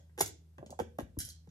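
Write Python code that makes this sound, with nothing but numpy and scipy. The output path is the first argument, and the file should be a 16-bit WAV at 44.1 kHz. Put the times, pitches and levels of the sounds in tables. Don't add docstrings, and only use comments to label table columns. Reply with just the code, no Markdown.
import sys
import numpy as np
from scipy import signal
from scipy.fft import rfft, irfft
from scipy.io import wavfile
from scipy.ndimage import uniform_filter1d

SR = 44100
rng = np.random.default_rng(int(sys.argv[2]) if len(sys.argv) > 2 else 0)


def int16_out(signal):
    q = np.round(np.clip(np.atleast_2d(signal).T, -1, 1) * 32767)
    wavfile.write(sys.argv[1], SR, q.astype(np.int16))


N = 66150
LEAD = SR // 5
LOW_LAG_S, HIGH_LAG_S, CLICK_PAN_DB = .0003, -.00018, -2.5

# (frequency [Hz], rms level [dB])
HUM_PARTIALS = [(80.7, -58.5), (161.5, -69)]
# (frequency [Hz], relative level [dB])
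ROOM_TONE = [(20, -12.5), (40, -13), (65, -13.5), (120, -1.5), (220, -16.5), (400, -22.5), (700, -27.5),
             (1200, -32.5), (2500, -37), (6000, -37.5), (13500, -39.5), (15000, -60)]
# (frequency [Hz], relative level [dB], t60 [s])
RING_MODES = [(3220, -11, 0.16), (4016, 2, 0.085), (5540, -19, 0.3), (6070, -16.5, 0.2), (5800, -8, .14),
              (6900, -16.5, 0.069), (7072, -2, 0.05), (7580, -1, 0.056), (11100, -5.5, 0.082),
              (10200, 4, 0.065), (11100, -8.5, .09), (12790, -17.5, 0.031)]
# (time [s], level [dB], middle boost [dB], top boost [dB])
RIM_HITS = [(-.06, -26.5, 3, -10.5), (.095, -73, 31.5, -10.5), (.178, -35.5, 14.5, 2),
            (.1865, -30, 14, 3.5), (.192, -23, -20, -3), (.2062, -18.5, 9, 9), (.2088, -12.5, -3, 2),
            (.2102, -7, 0, 6.5), (.2135, -20, 4, -5), (.2775, -30, 3.5, 7.5), (.5825, -49, 22.5, -2.5),
            (.7908, -35.5, 14.5, 2.5), (.7985, -29, 11, -4.5), (.803, -35.5, 18, 3), (.9855, -40, 10, 11),
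            (.988, -37.5, 19, 2), (.998, -36.5, 16, -12), (1.0048, -39, 12.5, 7), (1.474, -59, 14, -8),
            (1.491, -48.5, 0.5, -28)]
# (frequency [Hz], gain [dB])
RIM_EQ = [(80, -16), (400, 4.5), (900, -3.5), (1200, -10.5), (1560, 1), (2150, -3.5), (2500, -4.5),
          (3200, 2), (4200, -2), (5400, 1.5), (6700, 5.5), (8600, -1.5), (11500, -1), (13500, -2.5),
          (15500, -29)]
# (time [s], level [dB], pitch [Hz], body mode [Hz], body gain [dB], pan [dB])
POST_KNOCKS = [(-.02, -37, 587, 314, -10.5, 0), (.1795, -43.5, 986, 464, -3, -2),
               (.183, -35, 844, 424, -7, -4), (.191, -47, 810, 388, 0.5, 21),
               (0.2077, -15, 824.4, 412.5, -11.5, -2.5), (0.585, -46, 1040, 415, -14, -6.5),
               (.6285, -34.5, 606, 389, -7, -2), (.64, -46.5, 432, 213, -6, 13),
               (.664, -44, 574, 214, -2.5, 0.5), (.697, -47, 780, 377, -4.5, -4.5),
               (.7275, -34.5, 624, 384, -22, -1), (.792, -24.5, 755, 474, -12, -10.5),
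               (0.8002, -23, 838, 490, -2.5, -2.5), (.8185, -42.5, 516, 356, 7, 5.5),
               (0.9874, -23, 657, 335.5, -14.5, -0.5), (0.9875, -36.5, 1102, 231, -6, -10),
               (1.004, -39.5, 830, 326, -9, -4), (1.0107, -38, 444, 348, -1.5, -2),
               (1.169, -51, 990, 449, 2.5, 1), (1.282, -58, 587, 297, -14.5, -5),
               (1.474, -56, 820, 449, -1, -7.5)]
# (multiple of the pitch [ratio], relative level [dB], t60 [s])
SHELL_MODES = [(1.18, -22.5, 0.012), (1.63, -32.5, 0.09), (2.4, -28.5, 0.019)]
# (time [s], level [dB], middle boost [dB], top boost [dB])
TOOTH_HITS = [(.196, -15.5, -16, -3), (.2604, -13, -7, -6), (.662, -32, 13, -14), (.705, -25, 0.5, -7.5)]
# (frequency [Hz], gain [dB])
TOOTH_EQ = [(300, -30), (2000, -21.5), (3200, -8.5), (4500, -7.5), (6000, -3), (7000, 0.5), (8500, -3),
            (12500, -6.5), (15500, -17)]
# (time [s], level [dB], pitch [Hz], t60 [s])
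FLOOR_THUDS = [(.214, -43, 165, 0.094), (0.226, -44.5, 99, 0.14), (0.237, -55.5, 59.5, 0.15),
               (0.242, -53, 158.8, 0.16), (0.596, -47, 135.5, 0.075), (.712, -53, 224, 0.064),
               (0.804, -35, 219.5, 0.06), (0.812, -37, 87.6, 0.046), (0.9912, -29, 249, 0.028),
               (1.025, -37, 70.5, 0.096), (1.029, -48.5, 200, 0.084), (1.173, -29, 287.5, 0.021),
               (1.1756, -31.5, 80, 0.067), (1.202, -41.5, 170, 0.035), (1.246, -48, 118.4, 0.082),
               (1.304, -53, 68.7, 0.21), (1.48, -48.5, 174, 0.063)]
# (time [s], length [s], level [dB], first pitch [Hz], last pitch [Hz])
POST_SCRAPES = [(0.582, 0.017, -46, 875, 255), (0.605, 0.048, -53.5, 627, 550),
                (0.701, 0.038, -48, 352, 927)]
# (time [s], level [dB], middle boost [dB], top boost [dB])
CLATTER_HITS = [(1.188, -23.5, -2, 11.5), (1.1897, -21, -1, 8.5), (1.1995, -28, 9.5, 1),
                (1.2042, -15.5, -1, -0.5), (1.215, -25.5, 0.5, 4), (1.2465, -37, -11, 1),
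                (1.251, -25, -13.5, 4.5), (1.2888, -26, -6.5, 0.5), (1.302, -31, -11, -5.5)]
# (frequency [Hz], gain [dB])
CLATTER_EQ = [(200, -17), (750, -19), (1150, -32), (1500, -2.5), (2100, -11.5), (2650, -16), (3200, 0.5),
              (3700, -7), (4200, -7.5), (5400, 3), (7000, -2), (8600, -3), (11500, -3), (13800, -7.5),
              (15200, -39.5)]
# (time [s], level [dB], pitch [Hz])
BEAD_PINGS = [(1.289, -52, 6360), (1.296, -51, 4210)]
# (frequency [Hz], t60 [s])
ROOM_DECAY = [(80, 1), (200, 0.52), (340, 0.37), (520, 0.42), (850, 0.23), (1700, 0.28), (3500, .33),
              (6000, 0.29), (10000, 0.17), (15000, 0.09)]
# (frequency [Hz], correlation [0-1])
MIC_COHERENCE = [(80, .95), (300, 0.56), (1000, 0.035), (4000, 0.04), (15000, 0.24)]


def amp(db):
    return 10 ** (np.asarray(db) / 20)


def read(points, hz):
    f, value = np.transpose(points)
    return np.interp(np.log(hz + 1), np.log(f + 1), value)


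def unit(x):
    return x / np.sqrt(np.sum(x ** 2, -1, keepdims=True) + 1e-20)


def decay(t, t60):
    return np.exp(-np.log(1000) * t / t60)


def mode(t, hz, t60):
    return np.sin(2 * np.pi * hz * t) * decay(t, t60)


def minimum_phase(db):
    cepstrum = irfft(np.log(amp(db)))
    half = len(cepstrum) // 2
    cepstrum[1:half] *= 2
    cepstrum[half + 1:] = 0
    return irfft(np.exp(rfft(cepstrum)))


def flatten(x, bins):
    spectrum = rfft(x)
    power = abs(uniform_filter1d(abs(spectrum) ** 2, bins))
    return irfft(spectrum / np.sqrt(power + 1e-20), x.shape[-1])


def place(mix, time_s, sound, pan_db, lag_s):
    for channel, side in ((0, 0.45), (1, -0.45)):
        start = max(LEAD + round(time_s * SR) + round(side * lag_s * SR), 0)
        part = mix[channel, start:start + len(sound)]
        part += amp(side * pan_db) * sound[:len(part)]


def diffuse_noise(size):
    left, other = rfft(rng.standard_normal((2, size)))
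    likeness = read(MIC_COHERENCE, np.fft.rfftfreq(size, 1 / SR))
    right = likeness * left + np.sqrt(1 - likeness ** 2) * other
    return irfft([left, right], size)


def room_tone(noise_rms_db=-69):
    t = np.arange(N) / SR
    colour = amp(read(ROOM_TONE, np.fft.rfftfreq(N, 1 / SR)))
    air = irfft(rfft(diffuse_noise(N)) * colour, N)
    hum = sum(np.sqrt(2) * amp(db) * np.sin(2 * np.pi * (hz * t + rng.random()))
              for hz, db in HUM_PARTIALS)
    return amp(noise_rms_db) * np.sqrt(N) * unit(air) + hum


def clicks(hits, colour, crack_t60_s, ring_db):
    out, t = np.zeros((2, LEAD + N)), np.arange(SR // 8) / SR
    hz = np.fft.rfftfreq(2048, 1 / SR)
    middle = read([(2000, 1), (5000, 0)], hz)
    top = read([(7000, 0), (11000, 1)], hz)
    modes = np.array([amp(db) * mode(t, f, t60) for f, db, t60 in RING_MODES])
    for time_s, db, middle_db, top_db in hits:
        burst = rng.standard_normal(len(t)) * decay(t, crack_t60_s)
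        crack = unit(flatten(burst, bins=150) * (t < t[-1] / 2))
        ringing = unit(rng.choice([-1, 1], len(modes)) @ modes)
        tone_filter = minimum_phase(read(colour, hz) + middle_db * middle + top_db * top)
        click = signal.fftconvolve(crack + amp(ring_db) * ringing, tone_filter)
        place(out, time_s, 2 * amp(db) * click, CLICK_PAN_DB, HIGH_LAG_S)
    return out


def rim_cracks():
    return clicks(RIM_HITS, RIM_EQ, crack_t60_s=0.013, ring_db=-24)


def knocks(hits, pitch_t60_s=0.013, body_t60_s=0.028, contact_s=0.0011):
    out, t = np.zeros((2, LEAD + N)), np.arange(SR // 10) / SR
    attack = 1 - np.exp(-t / contact_s)
    for time_s, db, hz, body_hz, body_db, pan_db in hits:
        body = mode(t, hz, pitch_t60_s) + amp(body_db) * mode(t, body_hz, body_t60_s)
        shell = sum(amp(mode_db) * mode(t, hz * ratio, t60) for ratio, mode_db, t60 in SHELL_MODES)
        place(out, time_s, 2 * amp(db) * attack * (body + shell), pan_db, LOW_LAG_S)
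    return out


def tooth_clicks():
    return clicks(TOOTH_HITS, TOOTH_EQ, crack_t60_s=0.018, ring_db=-22.5)


def thuds(rise_s=0.0031):
    out, t = np.zeros((2, LEAD + N)), np.arange(SR // 3) / SR
    attack = 1 - np.exp(-t / rise_s)
    for time_s, db, hz, t60 in FLOOR_THUDS:
        place(out, time_s, -2 * amp(db) * attack * mode(t, hz, t60), pan_db=3.5, lag_s=LOW_LAG_S)
    return out


def scrape_slips(slips_per_s=260, spread_octaves=0.13, spread_db=2.5, body_ratio=0.407, body_db=-8.5):
    hits = []
    for start_s, length_s, db, first_hz, last_hz in POST_SCRAPES:
        for age in np.arange(0, length_s, 1 / slips_per_s):
            jitter, strength, detune = rng.standard_normal(3)
            glide_hz = first_hz + (last_hz - first_hz) * age / length_s
            hz = glide_hz * 2 ** (spread_octaves * detune)
            time_s = start_s + age + jitter / 2 / slips_per_s
            hits.append((time_s, db + spread_db * strength, hz, hz * body_ratio, body_db, 0))
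    return hits


def clatter_and_beads(start_s=1.195, end_s=1.308, beads_per_s=360, first_db=-38.5, fade_db_per_s=105):
    beads = []
    for i in range(int((end_s - start_s) * beads_per_s)):
        age = (i + rng.normal(0, 0.5)) / beads_per_s
        db = first_db - fade_db_per_s * age + rng.normal(0, 3)
        beads.append((start_s + age, db, 0, 0))
    return clicks(CLATTER_HITS + beads, CLATTER_EQ, crack_t60_s=0.0089, ring_db=-12)


def bead_pings(length_s=0.016, wander_hz=170, roughness=0.45):
    out, t = np.zeros((2, LEAD + N)), np.arange(0, length_s, 1 / SR)
    for time_s, db, hz in BEAD_PINGS:
        smooth_noise = uniform_filter1d(rng.standard_normal((2, len(t))), size=40)
        wander, flutter = unit(smooth_noise) * np.sqrt(len(t))
        tone = np.sin(2 * np.pi * np.cumsum(hz + wander_hz * wander) / SR)
        envelope = np.sin(np.pi * t / length_s) * (1 + roughness * flutter)
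        place(out, time_s, amp(db) * envelope * tone, CLICK_PAN_DB, HIGH_LAG_S)
    return out


def room(direct, wet_db, early_db, onset_s=0.0028, early_s=0.016):
    noise = diffuse_noise(SR // 2)
    t = np.arange(noise.shape[1]) / SR
    onset = 1 - np.exp(-(t / onset_s) ** 2)
    early_lift = amp(early_db * np.exp(-t / early_s))
    hz, frame_s, bands = signal.stft(noise * onset * early_lift, SR, nperseg=256)
    _, tail = signal.istft(bands * decay(frame_s, read(ROOM_DECAY, hz)[:, None]), SR)
    response = unit(flatten(tail, bins=220)[:, :SR // 3])
    echo = signal.fftconvolve(direct, response, axes=1)[:, :LEAD + N]
    return (direct + amp(wet_db) * echo)[:, LEAD:]


def scene():
    return (room_tone()
            + room(rim_cracks(), wet_db=-2.5, early_db=9.5)
            + room(knocks(POST_KNOCKS + scrape_slips()), wet_db=-8.5, early_db=15)
            + room(tooth_clicks(), wet_db=-2, early_db=6.5)
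            + room(thuds(), wet_db=-8.5, early_db=9.5)
            + room(clatter_and_beads(), wet_db=1, early_db=2)
            + room(bead_pings(), wet_db=-7.5, early_db=-14))


def record(dry):
    low_cut = signal.butter(3, 51, "high", fs=SR, output="sos")
    band_limit = signal.firwin(511, 16500, window=("kaiser", 9), fs=SR)
    return signal.oaconvolve(signal.sosfilt(low_cut, dry), band_limit[None], "same")


dry = scene()
out = record(dry)
int16_out(out)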